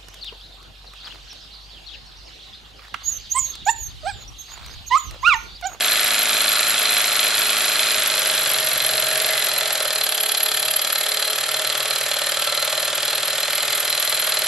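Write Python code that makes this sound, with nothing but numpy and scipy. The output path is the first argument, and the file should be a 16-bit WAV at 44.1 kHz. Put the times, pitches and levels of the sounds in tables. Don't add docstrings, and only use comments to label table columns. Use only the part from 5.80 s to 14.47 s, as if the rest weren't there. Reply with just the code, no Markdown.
import sys
import numpy as np
from scipy import signal
from scipy.fft import rfft, irfft, next_fast_len
from scipy.io import wavfile
from scipy.ndimage import uniform_filter1d, map_coordinates

SR = 44100
rng = np.random.default_rng(int(sys.argv[2]) if len(sys.argv) > 2 else 0)


def int16_out(signal):
    q = np.round(np.clip(np.atleast_2d(signal).T, -1, 1) * 32767)
    wavfile.write(sys.argv[1], SR, q.astype(np.int16))


N = 382347
TIME = np.arange(N) / SR
SLOW_RATE, FAST_RATE = 18.0, 26.7
CUTOFF_HZ = 11560


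# time in seconds, speed in turns per second.
FLYWHEEL_SPEED = [(0.0, 26.792), (0.3, 26.757), (0.7, 26.739), (1.4, 26.622), (2.1, 26.578), (2.3, 25.267),
                  (2.55, 25.057), (2.85, 23.012), (3.1, 22.604), (3.5, 22.598), (3.8, 21.159),
                  (4.1, 19.408), (4.3, 17.822), (4.5, 17.608), (5.0, 18.286), (5.6, 18.93), (6.4, 19.487),
                  (7.0, 19.783), (7.5, 19.965), (8.1, 20.242), (8.67, 20.403)]
START_ANGLE = -.0148


def flywheel():
    rate, = in_time(FLYWHEEL_SPEED)
    turn = START_ANGLE + np.cumsum(rate) / SR + .001 * drift(25)
    pace = (rate - SLOW_RATE) / (FAST_RATE - SLOW_RATE)
    return rate, turn, pace


# angle when slow in turns, angle when fast in turns, relative level when slow
# in dB, the same when fast in dB, chatter length in seconds, chatter level in dB, top of the treble in Hz.
JOINT_KNOCKS = [(.204, .186, 4, 7, 0.0037, -1.5, 10400), (.248, .232, 1, 3.5, 0.0054, 2.5, 4640),
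                (.672, .69, -2, -3, 0.0085, 6.5, 5700), (.60, .425, -10.5, -5, 0.0046, 5, 13300),
                (1.10, .94, -15, -5.5, 0.0028, 6.5, 15000)]
# frequency in Hz, gain in dB.
KNOCK_COLOUR = [(40, -60), (250, -35.5), (500, -12), (950, -10), (1400, -5), (2400, -2), (3500, 1),
                (4700, -4), (5400, -4), (6400, -6), (7400, 2.5), (8500, -8), (9800, -1), (11500, -3)]


def linkage(turn, pace):
    force, grit = 0, surface(turn, fresh_db=8.0)
    for slow, fast, slow_db, fast_db, length_s, chatter_db, top_hz in JOINT_KNOCKS:
        angle = slow + pace * (fast - slow)
        clicks = once_a_turn(turn - angle, uneven_db=0.57, jitter_s=.00008)
        clicks = clicks * by_speed(pace, slow_db, fast_db - slow_db)
        rattle = from_db(chatter_db) * grit * chatter(clicks, length_s)
        force = force + softened(rebounding(clicks) + rattle, top_hz)
    return frame(dispersed(force, spread_s=0.0013005), KNOCK_COLOUR, modes_db=-0.5)


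BOUNCE_S, BOUNCE_DB, BOUNCE_TOP_HZ = 0.001201, -8.5, 6000


def rebounding(clicks):
    out, lag = clicks, int(BOUNCE_S * SR)
    duller = signal.butter(1, BOUNCE_TOP_HZ, fs=SR)
    for bounce in range(2):
        late = np.r_[np.zeros(lag), clicks][:N]
        clicks = from_db(BOUNCE_DB) * signal.lfilter(*duller, late + 1e-18)
        out = out + clicks
    return out


def softened(x, top_hz):
    return signal.lfilter(*signal.butter(2, top_hz, fs=SR), x + 1e-18)


def dispersed(force, spread_s):
    size = next_fast_len(N + 4096, real=True)
    hz = np.arange(size // 2 + 1) * SR / size
    phase = 4 * np.pi * spread_s * np.sqrt(2000 * hz)
    head_start = 2 * np.pi * hz * spread_s * np.sqrt(2000 / CUTOFF_HZ)
    return irfft(rfft(force, size) * np.exp(-1j * (phase - head_start)), size)[:N]


# pitch in Hz, width in Hz, relative level in dB.
FRAME_MODES = [(1344, 30, -11.5), (2630, 120, -47), (3140, 34, -0.5), (3470, 98, -3), (3880, 42, -4.5),
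               (4099, 54, 11), (4700, 130, -5.5), (9030, 240, 1)]


def frame(force, colour, modes_db):
    x = coloured(force, colour)
    return evened(x + from_db(modes_db) * resonate(x, FRAME_MODES))


# angle when slow in turns, angle when fast in turns, middle pitch in Hz,
# width in Hz, relative level when slow in dB, the same when fast in dB.
PART_PINGS = [(.21, 0.18, 3380, 59, -9.5, -16), (.21, .19, 4120, 38, -5, -6),
              (.68, .68, 4130, 32, -7.5, -8), (.21, .2, 3490, 93, -20, -6.5),
              (0.74, .68, 3920, 74, -11, -10), (.68, .68, 3340, 63, -14, -13.5),
              (.21, .19, 4660, 120, -6, -16), (0.56, .645, 2500, 160, -26, -5),
              (0.19, .19, 2520, 200, -28, -10), (.66, .645, 1430, 71, -30, -10),
              (.69, 0.73, 3160, 45, -9, -13), (0.60, 0.425, 7380, 310, -20.5, -11),
              (1.10, .94, 7000, 1000, -21, -15)]
PING_WANDER, PING_UNEVEN_DB = .0035, 1.6


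def pings(turn, pace):
    out = 0
    for slow, fast, hz, width, slow_db, fast_db in PART_PINGS:
        angle = slow + pace * (fast - slow)
        clicks = once_a_turn(turn - angle, uneven_db=PING_UNEVEN_DB, jitter_s=.0003)
        pitch = hz * (1 + PING_WANDER * drift(30))
        tone = np.sin(2 * np.pi * np.cumsum(pitch) / SR)
        ringing = evened(chatter(clicks, 1 / (np.pi * width)) * tone)
        out = out + by_speed(pace, slow_db, fast_db - slow_db) * ringing
    return out


# angle when slow in turns, angle when fast in turns, width in turns,
# relative level when slow in dB, the same when fast in dB.
PISTON_SCRAPES = [(.655, 0.48, 0.062, 6, 4), (1.11, 0.94, 0.038, 1, 0)]
# pitch in Hz, width in Hz, relative level in dB.
CYLINDER_MODES = [(11075, 90, -7), (11295, 110, 0), (11450, 70, -4)]
# time in seconds, level in dB before the trim below.
RING_LEVEL = [(0, -28), (1.5, -28.5), (2.2, -30), (2.7, -28), (3.3, -28.5), (3.7, -29.5), (4.0, -32),
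              (4.42, -27.5), (4.75, -27), (5.15, -29), (5.7, -33.5), (6.5, -33), (7.65, -33), (8.0, -29.5),
              (8.67, -29)]
RING_TRIM_DB = 3.0


def piston(turn, pace):
    sliding = from_db(-11 + 5 * pace)
    pressure = swells(turn, pace, PISTON_SCRAPES, uneven_db=0.0) + sliding
    pressure = pressure * from_db(2.06 * drift(40))
    mid, side = (evened(resonate(pressure * surface(turn, fresh_db=1.0), CYLINDER_MODES)) for part in range(2))
    ears = mid + from_db(-13.0) * side * np.array([[1], [-1]])
    return from_db(in_time(RING_LEVEL)[0] + RING_TRIM_DB) * ears


# angle when slow in turns, angle when fast in turns, width in turns,
# relative level when slow in dB, the same when fast in dB; the steady rub stands at about 4 dB.
BEARING_LOADS = [(0.17, 0.24, .04, 6, -5.5), (0.66, 0.68, 0.065, 1, -3), (0.332, 0.4, 0.016, 2, -1),
                 (0.42, 0.474, 0.026, -13, -5), (0.064, 0.021, .03, -16, -5)]
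# frequency in Hz, gain in dB.
RUB_COLOUR = [(40, -63), (280, -33.5), (420, -5.5), (680, -10), (930, -10.5), (1300, 3), (1900, -1),
              (2600, -1), (4100, -6.5), (5200, -5.5), (6400, -10), (7400, -8.5), (8500, -10.5),
              (11500, -15)]
# pitch in Hz, width in Hz, relative level in dB before it wanders.
PLATE_MODES = [(1193, 16, 1.5), (1354, 25, -1), (1677, 31, -5), (1815, 48, -2.5), (2032, 40, 0.5),
               (2106, 18, -3)]


def bearings(turn, pace, grain_db, plate_db, wander_db):
    pressure = 1.6 + swells(turn, pace, BEARING_LOADS, uneven_db=2.0)
    pressure = pressure * from_db(grain_db * drift(900))
    force = pressure * surface(turn, fresh_db=2.0)
    plate = sum(from_db(wander_db * drift(4)) * resonate(force, [mode]) for mode in PLATE_MODES)
    return frame(force, RUB_COLOUR, modes_db=-4.5) + from_db(plate_db) * rms_one(plate)


SWELL_ATTACK, SWELL_RELEASE = 0.78, 1.2


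def swells(turn, pace, rows, uneven_db):
    out = 0
    for slow, fast, width, slow_db, fast_db in rows:
        away = (turn - slow - pace * (fast - slow) + .5) % 1 - .5
        flank = width * np.where(away < 0, SWELL_ATTACK, SWELL_RELEASE)
        strength = from_db(slow_db + pace * (fast_db - slow_db) + uneven_db * drift(20))
        out = out + strength * np.exp(-.5 * (away / flank) ** 2)
    return out


# frequency in Hz, gain in dB.
RUMBLE_COLOUR = [(20, -22), (50, -21), (100, -15.5), (135, -4.5), (170, -10), (205, -7), (255, -11.5),
                 (320, -16), (500, -27), (2000, -40)]
# pitch in Hz, width in Hz, gain in dB (evened out afterwards).
BUZZ_MODE = [(261, 90, 0)]
# pitch in Hz, width in Hz, gain in dB (evened out afterwards).
CHAFE_MODE = [(650, 200, 0)]
PRESS_START_S, PRESS_END_S, PRESS_FADE_S, PRESS_DB, CHAFE_DB = 2.8, 4.23, 0.3, 2, -40.5
DRAG_START_S, DRAG_END_S, DRAG_FADE_S, DRAG_DB = 2.23, 3.9, 0.058, 1.5


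def tray(turn, rate, pace):
    rumble = rms_one(coloured(surface(turn, fresh_db=-8), RUMBLE_COLOUR))
    buzz = rms_one(resonate(resonate(rumble, BUZZ_MODE), BUZZ_MODE))
    buzz = by_speed(pace, slow_db=-74, rise_db=18) * buzz
    press = held(PRESS_START_S, PRESS_END_S, PRESS_FADE_S)
    chafe = rms_one(resonate(resonate(rng.standard_normal(N), CHAFE_MODE), CHAFE_MODE))
    chafe = from_db(CHAFE_DB) * press * chafe
    rocking = from_db(PRESS_DB * press) * throb(turn, rate, overtones_db=-7)
    shaking = rocking + drone(turn, pace, rough_db=-7.5)
    shaking = shaking + by_speed(pace, slow_db=-58.5, rise_db=6) * rumble
    drag = from_db(DRAG_DB * held(DRAG_START_S, DRAG_END_S, DRAG_FADE_S))
    return chafe + buzz + singing(turn, pace) + drag * shaking


# pitch in Hz, width in Hz, gain in dB (evened out afterwards).
HOLLOW_MODES = [(561, 77, -3), (606, 81, 2)]
# pitch in Hz, width in Hz, relative level in dB.
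OVERTONE_MODES = [(710, 56, 3), (816, 55, 1.5), (1051, 29, 6.5)]
ROCK_RATE, ROCK_WIDTH = 19.66, 0.507
THROB_DB, ROCK_BOOST_DB = -43, 9
ROCK_ANGLE, ROCK_SLIP = 0.1992, 0.272


def throb(turn, rate, overtones_db):
    detune = (rate - ROCK_RATE) / ROCK_WIDTH
    angle = ROCK_ANGLE + ROCK_SLIP * np.arctan(detune) / np.pi
    push = once_a_turn(turn - angle, uneven_db=.7, jitter_s=.00004)
    pulse = push
    for mode in HOLLOW_MODES:
        pulse = resonate(pulse, [mode])
    sound = evened(pulse) + from_db(overtones_db) * evened(resonate(push, OVERTONE_MODES))
    return from_db(THROB_DB + ROCK_BOOST_DB / (1 + detune ** 2)) * sound


# pitch in Hz, width in Hz, level when slow in dB, level when fast in dB,
# both before the extra shaking under drag.
BROAD_MODES = [(398, 120, -52, -47), (556, 160, -49, -49), (675, 110, -43.5, -48)]


def drone(turn, pace, rough_db):
    radiated = signal.butter(5, [345, 950], "band", fs=SR, output="sos")
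    force = signal.sosfilt(radiated, surface(turn, fresh_db=rough_db))
    out = 0
    for hz, width, slow_db, fast_db in BROAD_MODES:
        mode = rms_one(resonate(force, [(hz, width, 0)]))
        out = out + by_speed(pace, slow_db, fast_db - slow_db) * mode
    return out


# pitch in Hz, width in Hz, level when slow in dB, level when fast in dB,
# both before the extra level under load.
NARROW_MODES = [(427, 9.2, -51.5, -56), (630, 15.2, -45, -43), (832, 28, -54.5, -62)]
SING_START_S, SING_END_S, SING_FADE_S, SING_DB = 2.16, 6.0, .2, 6


def singing(turn, pace):
    push = once_a_turn(turn, uneven_db=2.5, jitter_s=0.00018)
    out = 0
    for hz, width, slow_db, fast_db in NARROW_MODES:
        mode = [(hz, width, 0)]
        tone = rms_one(resonate(resonate(push, mode), mode))
        out = out + by_speed(pace, slow_db, fast_db - slow_db) * tone
    return from_db(SING_DB * held(SING_START_S, SING_END_S, SING_FADE_S)) * out


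# approximate pitch at FAST_RATE in Hz (rounded to a whole multiple
# of the shaft's speed), relative level in dB.
SHAFT_TONES = [(242.2, -57), (347, -56), (371.4, -53), (398.4, -50), (560, -51), (641, -49), (721.4, -45),
               (748, -53), (990, -52), (1093, -48)]
WHINE_DB, WHINE_FALL_DB = -1, 70


def whine(turn, pace, waver_db):
    out = 0
    for hz, db in SHAFT_TONES:
        phase = np.round(hz / FAST_RATE) * turn + rng.random()
        out = out + from_db(db + waver_db * drift(7.3)) * np.sqrt(2) * np.sin(2 * np.pi * phase)
    return from_db(WHINE_DB - WHINE_FALL_DB * (1 - pace)) * out


# time in seconds, peak level in dB before the room adds its echoes.
DULL_BUMPS = [(0.829, -41), (1.11, -44), (1.58, -38), (2.175, -37), (2.78, -43), (2.915, -43), (2.96, -32),
              (3.135, -31), (3.225, -38), (3.445, -35)]


def bumps():
    clicks = np.zeros(N)
    for s, db in DULL_BUMPS:
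        clicks[int(s * SR)] += from_db(db)
    bass = signal.butter(2, [35, 320], "band", fs=SR, output="sos")
    thud = signal.sosfilt(bass, TIME[:SR // 10] == 0)
    return signal.fftconvolve(clicks, thud / thud.max())[:N]


# frequency in Hz, level of the difference in dB.
EAR_SPREAD = [(100, -3), (550, -15), (1300, -10), (2700, -3), (5500, -3), (11500, 3.5)]


def room(x, near_db, near_t60, far_db, far_t60):
    t = TIME[:SR // 2]
    near, far = (from_db(-60 * t / t60) * (t > .001) for t60 in (near_t60, far_t60))
    near = from_db(near_db) * near / np.linalg.norm(near)
    far = from_db(far_db) * far / np.linalg.norm(far)
    mid, side = rng.standard_normal((2, len(t))) * np.hypot(near, far)
    mid = signal.sosfilt(signal.butter(1, 900, "high", fs=SR, output="sos"), mid)
    side = coloured(side, EAR_SPREAD)
    responses = [uncoloured((t == 0) + echoes) for echoes in (mid + side, mid - side)]
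    return np.array([signal.fftconvolve(x, response)[:N] for response in responses])


def uncoloured(response):
    power = uniform_filter1d(np.abs(rfft(response)) ** 2, size=25)
    hz = np.linspace(1, SR / 2, len(power))
    return coloured(response, np.c_[hz, -10 * np.log10(power)])


def off_centre(ears, lag_s):
    return np.array([map_coordinates(ears[0], [np.arange(N) - lag_s * SR], order=3), ears[1]])


# pitch in Hz, level in dB before the swell below.
HUM_TONES = [(126, -58.5)]
# time in seconds, change of level in dB.
HUM_SWELL = [(0, -1), (2.1, 0.5), (2.9, 4), (3.65, 0), (3.85, -7), (4.15, 0), (4.35, -11), (4.9, 1),
             (5.4, -14), (5.7, 0), (7.5, -0.5), (8.67, -6)]


def low_hum(turn, rate):
    steady = sum(from_db(db) * np.sqrt(2) * np.sin(2 * np.pi * hz * TIME) for hz, db in HUM_TONES)
    return from_db(in_time(HUM_SWELL)[0]) * (steady + unbalance(turn, rate, waver_db=2.0))


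STAND_HZ, STAND_WIDTH_HZ, STAND_DB = 138, 15, -58.5


def unbalance(turn, rate, waver_db):
    out = 0
    for multiple in range(5, 10):
        detune = (multiple * rate - STAND_HZ) / STAND_WIDTH_HZ
        gain = from_db(STAND_DB + waver_db * drift(2.52)) / (1 + detune ** 2)
        out = out + gain * np.sqrt(2) * np.sin(2 * np.pi * (multiple * turn + rng.random()))
    return out


# frequency in Hz, gain in dB.
AIR_COLOUR = [(20, 0), (60, -11), (150, -1.5), (400, -4), (2000, -33), (12000, -35)]


def still_air():
    ears = [rms_one(coloured(rng.standard_normal(N), AIR_COLOUR)) for ear in range(2)]
    return from_db(-56.5) * np.array(ears)


def surface(turn, fresh_db):
    profile = irfft(np.exp(2j * np.pi * rng.random(1201)))
    repeating = map_coordinates(profile, [turn % 1 * len(profile)], order=1, mode="grid-wrap")
    return rms_one(rms_one(repeating) + from_db(fresh_db) * rng.standard_normal(N))


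def once_a_turn(turn, uneven_db, jitter_s):
    at = np.flatnonzero(np.diff(np.floor(np.maximum.accumulate(turn))))
    chance = rng.standard_normal((300, 2))[:len(at)]
    shift = (chance[:, 0] * jitter_s * SR).astype(int)
    clicks = np.zeros(N)
    clicks[np.clip(at + shift, 0, N - 1)] = from_db(uneven_db * chance[:, 1])
    return clicks


def chatter(clicks, length_s):
    r = np.exp(-1 / (length_s * SR))
    return signal.lfilter([np.sqrt(1 - r * r)], [1, -r], clicks + 1e-18)


def resonate(x, modes):
    out = 0
    for hz, width, db in modes:
        r = np.exp(-np.pi * width / SR)
        top = from_db(db) * (1 - r * r) / 2
        feedback = [1, -2 * r * np.cos(2 * np.pi * hz / SR), r * r]
        out = out + signal.lfilter([top, 0, -top], feedback, x + 1e-18)
    return out


def coloured(x, colour):
    size = 16384
    hz, db = np.transpose(colour)
    grid = np.maximum(np.arange(size // 2 + 1) * SR / size, 1)
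    gain = from_db(np.interp(np.log(grid), np.log(hz), db))
    cepstrum = irfft(np.log(gain))
    cepstrum[1:size // 2] *= 2
    cepstrum[size // 2 + 1:] = 0
    return signal.oaconvolve(x, irfft(np.exp(rfft(cepstrum))))[:len(x)]


def by_speed(pace, slow_db, rise_db):
    return from_db(slow_db + rise_db * pace)


def held(start_s, end_s, fade_s):
    return np.clip(np.minimum(TIME - start_s, end_s - TIME) / fade_s, 0, 1)


def drift(rate):
    return rms_one(np.interp(TIME * rate, np.arange(4000), rng.standard_normal(4000)))


def in_time(rows):
    s, *columns = np.transpose(rows)
    return [np.interp(TIME, s, c) for c in columns]


def evened(x):
    power = uniform_filter1d(uniform_filter1d(x ** 2, size=9000), size=7000)
    return x / np.sqrt(power + 1e-20)


def rms_one(x):
    return x / np.sqrt(np.mean(x ** 2) + 1e-20)


def from_db(db):
    return 10 ** (np.asarray(db) / 20)


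LABOUR_RATE, LABOUR_RUB_DB, LABOUR_KNOCK_DB = 19.8, 1.1, 0.72


def scene():
    rate, turn, pace = flywheel()
    labour = np.maximum(LABOUR_RATE - rate, 0)
    knocks = by_speed(pace, slow_db=-26.5, rise_db=4.0) * linkage(turn, pace)
    knocks += by_speed(pace, slow_db=-30.5, rise_db=3) * pings(turn, pace)
    knocks = from_db(LABOUR_KNOCK_DB * labour) * knocks
    rub = bearings(turn, pace, grain_db=1.0, plate_db=-12, wander_db=5.0)
    rub = from_db(-LABOUR_RUB_DB * labour) * by_speed(pace, slow_db=-29.5, rise_db=4) * rub
    engine = knocks + rub + tray(turn, rate, pace)
    heard = room(engine + bumps(), near_db=-3.5, near_t60=0.024, far_db=-8.0, far_t60=0.32)
    heard = heard + piston(turn, pace) + whine(turn, pace, waver_db=2.0)
    return off_centre(heard, lag_s=.00002) + low_hum(turn, rate) + still_air()


def record(dry):
    left = coloured(dry[0], [(150, -1.3), (2000, -0.66), (6000, 0.23), (11000, 0.82)])
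    right = coloured(dry[1], [(150, 0.47), (2000, 0.64), (6000, 0.065), (11000, 1.0)])
    return signal.sosfilt(signal.ellip(14, .1, 80, CUTOFF_HZ, fs=SR, output="sos"), [left, right])


dry = scene()
out = record(dry)
int16_out(out)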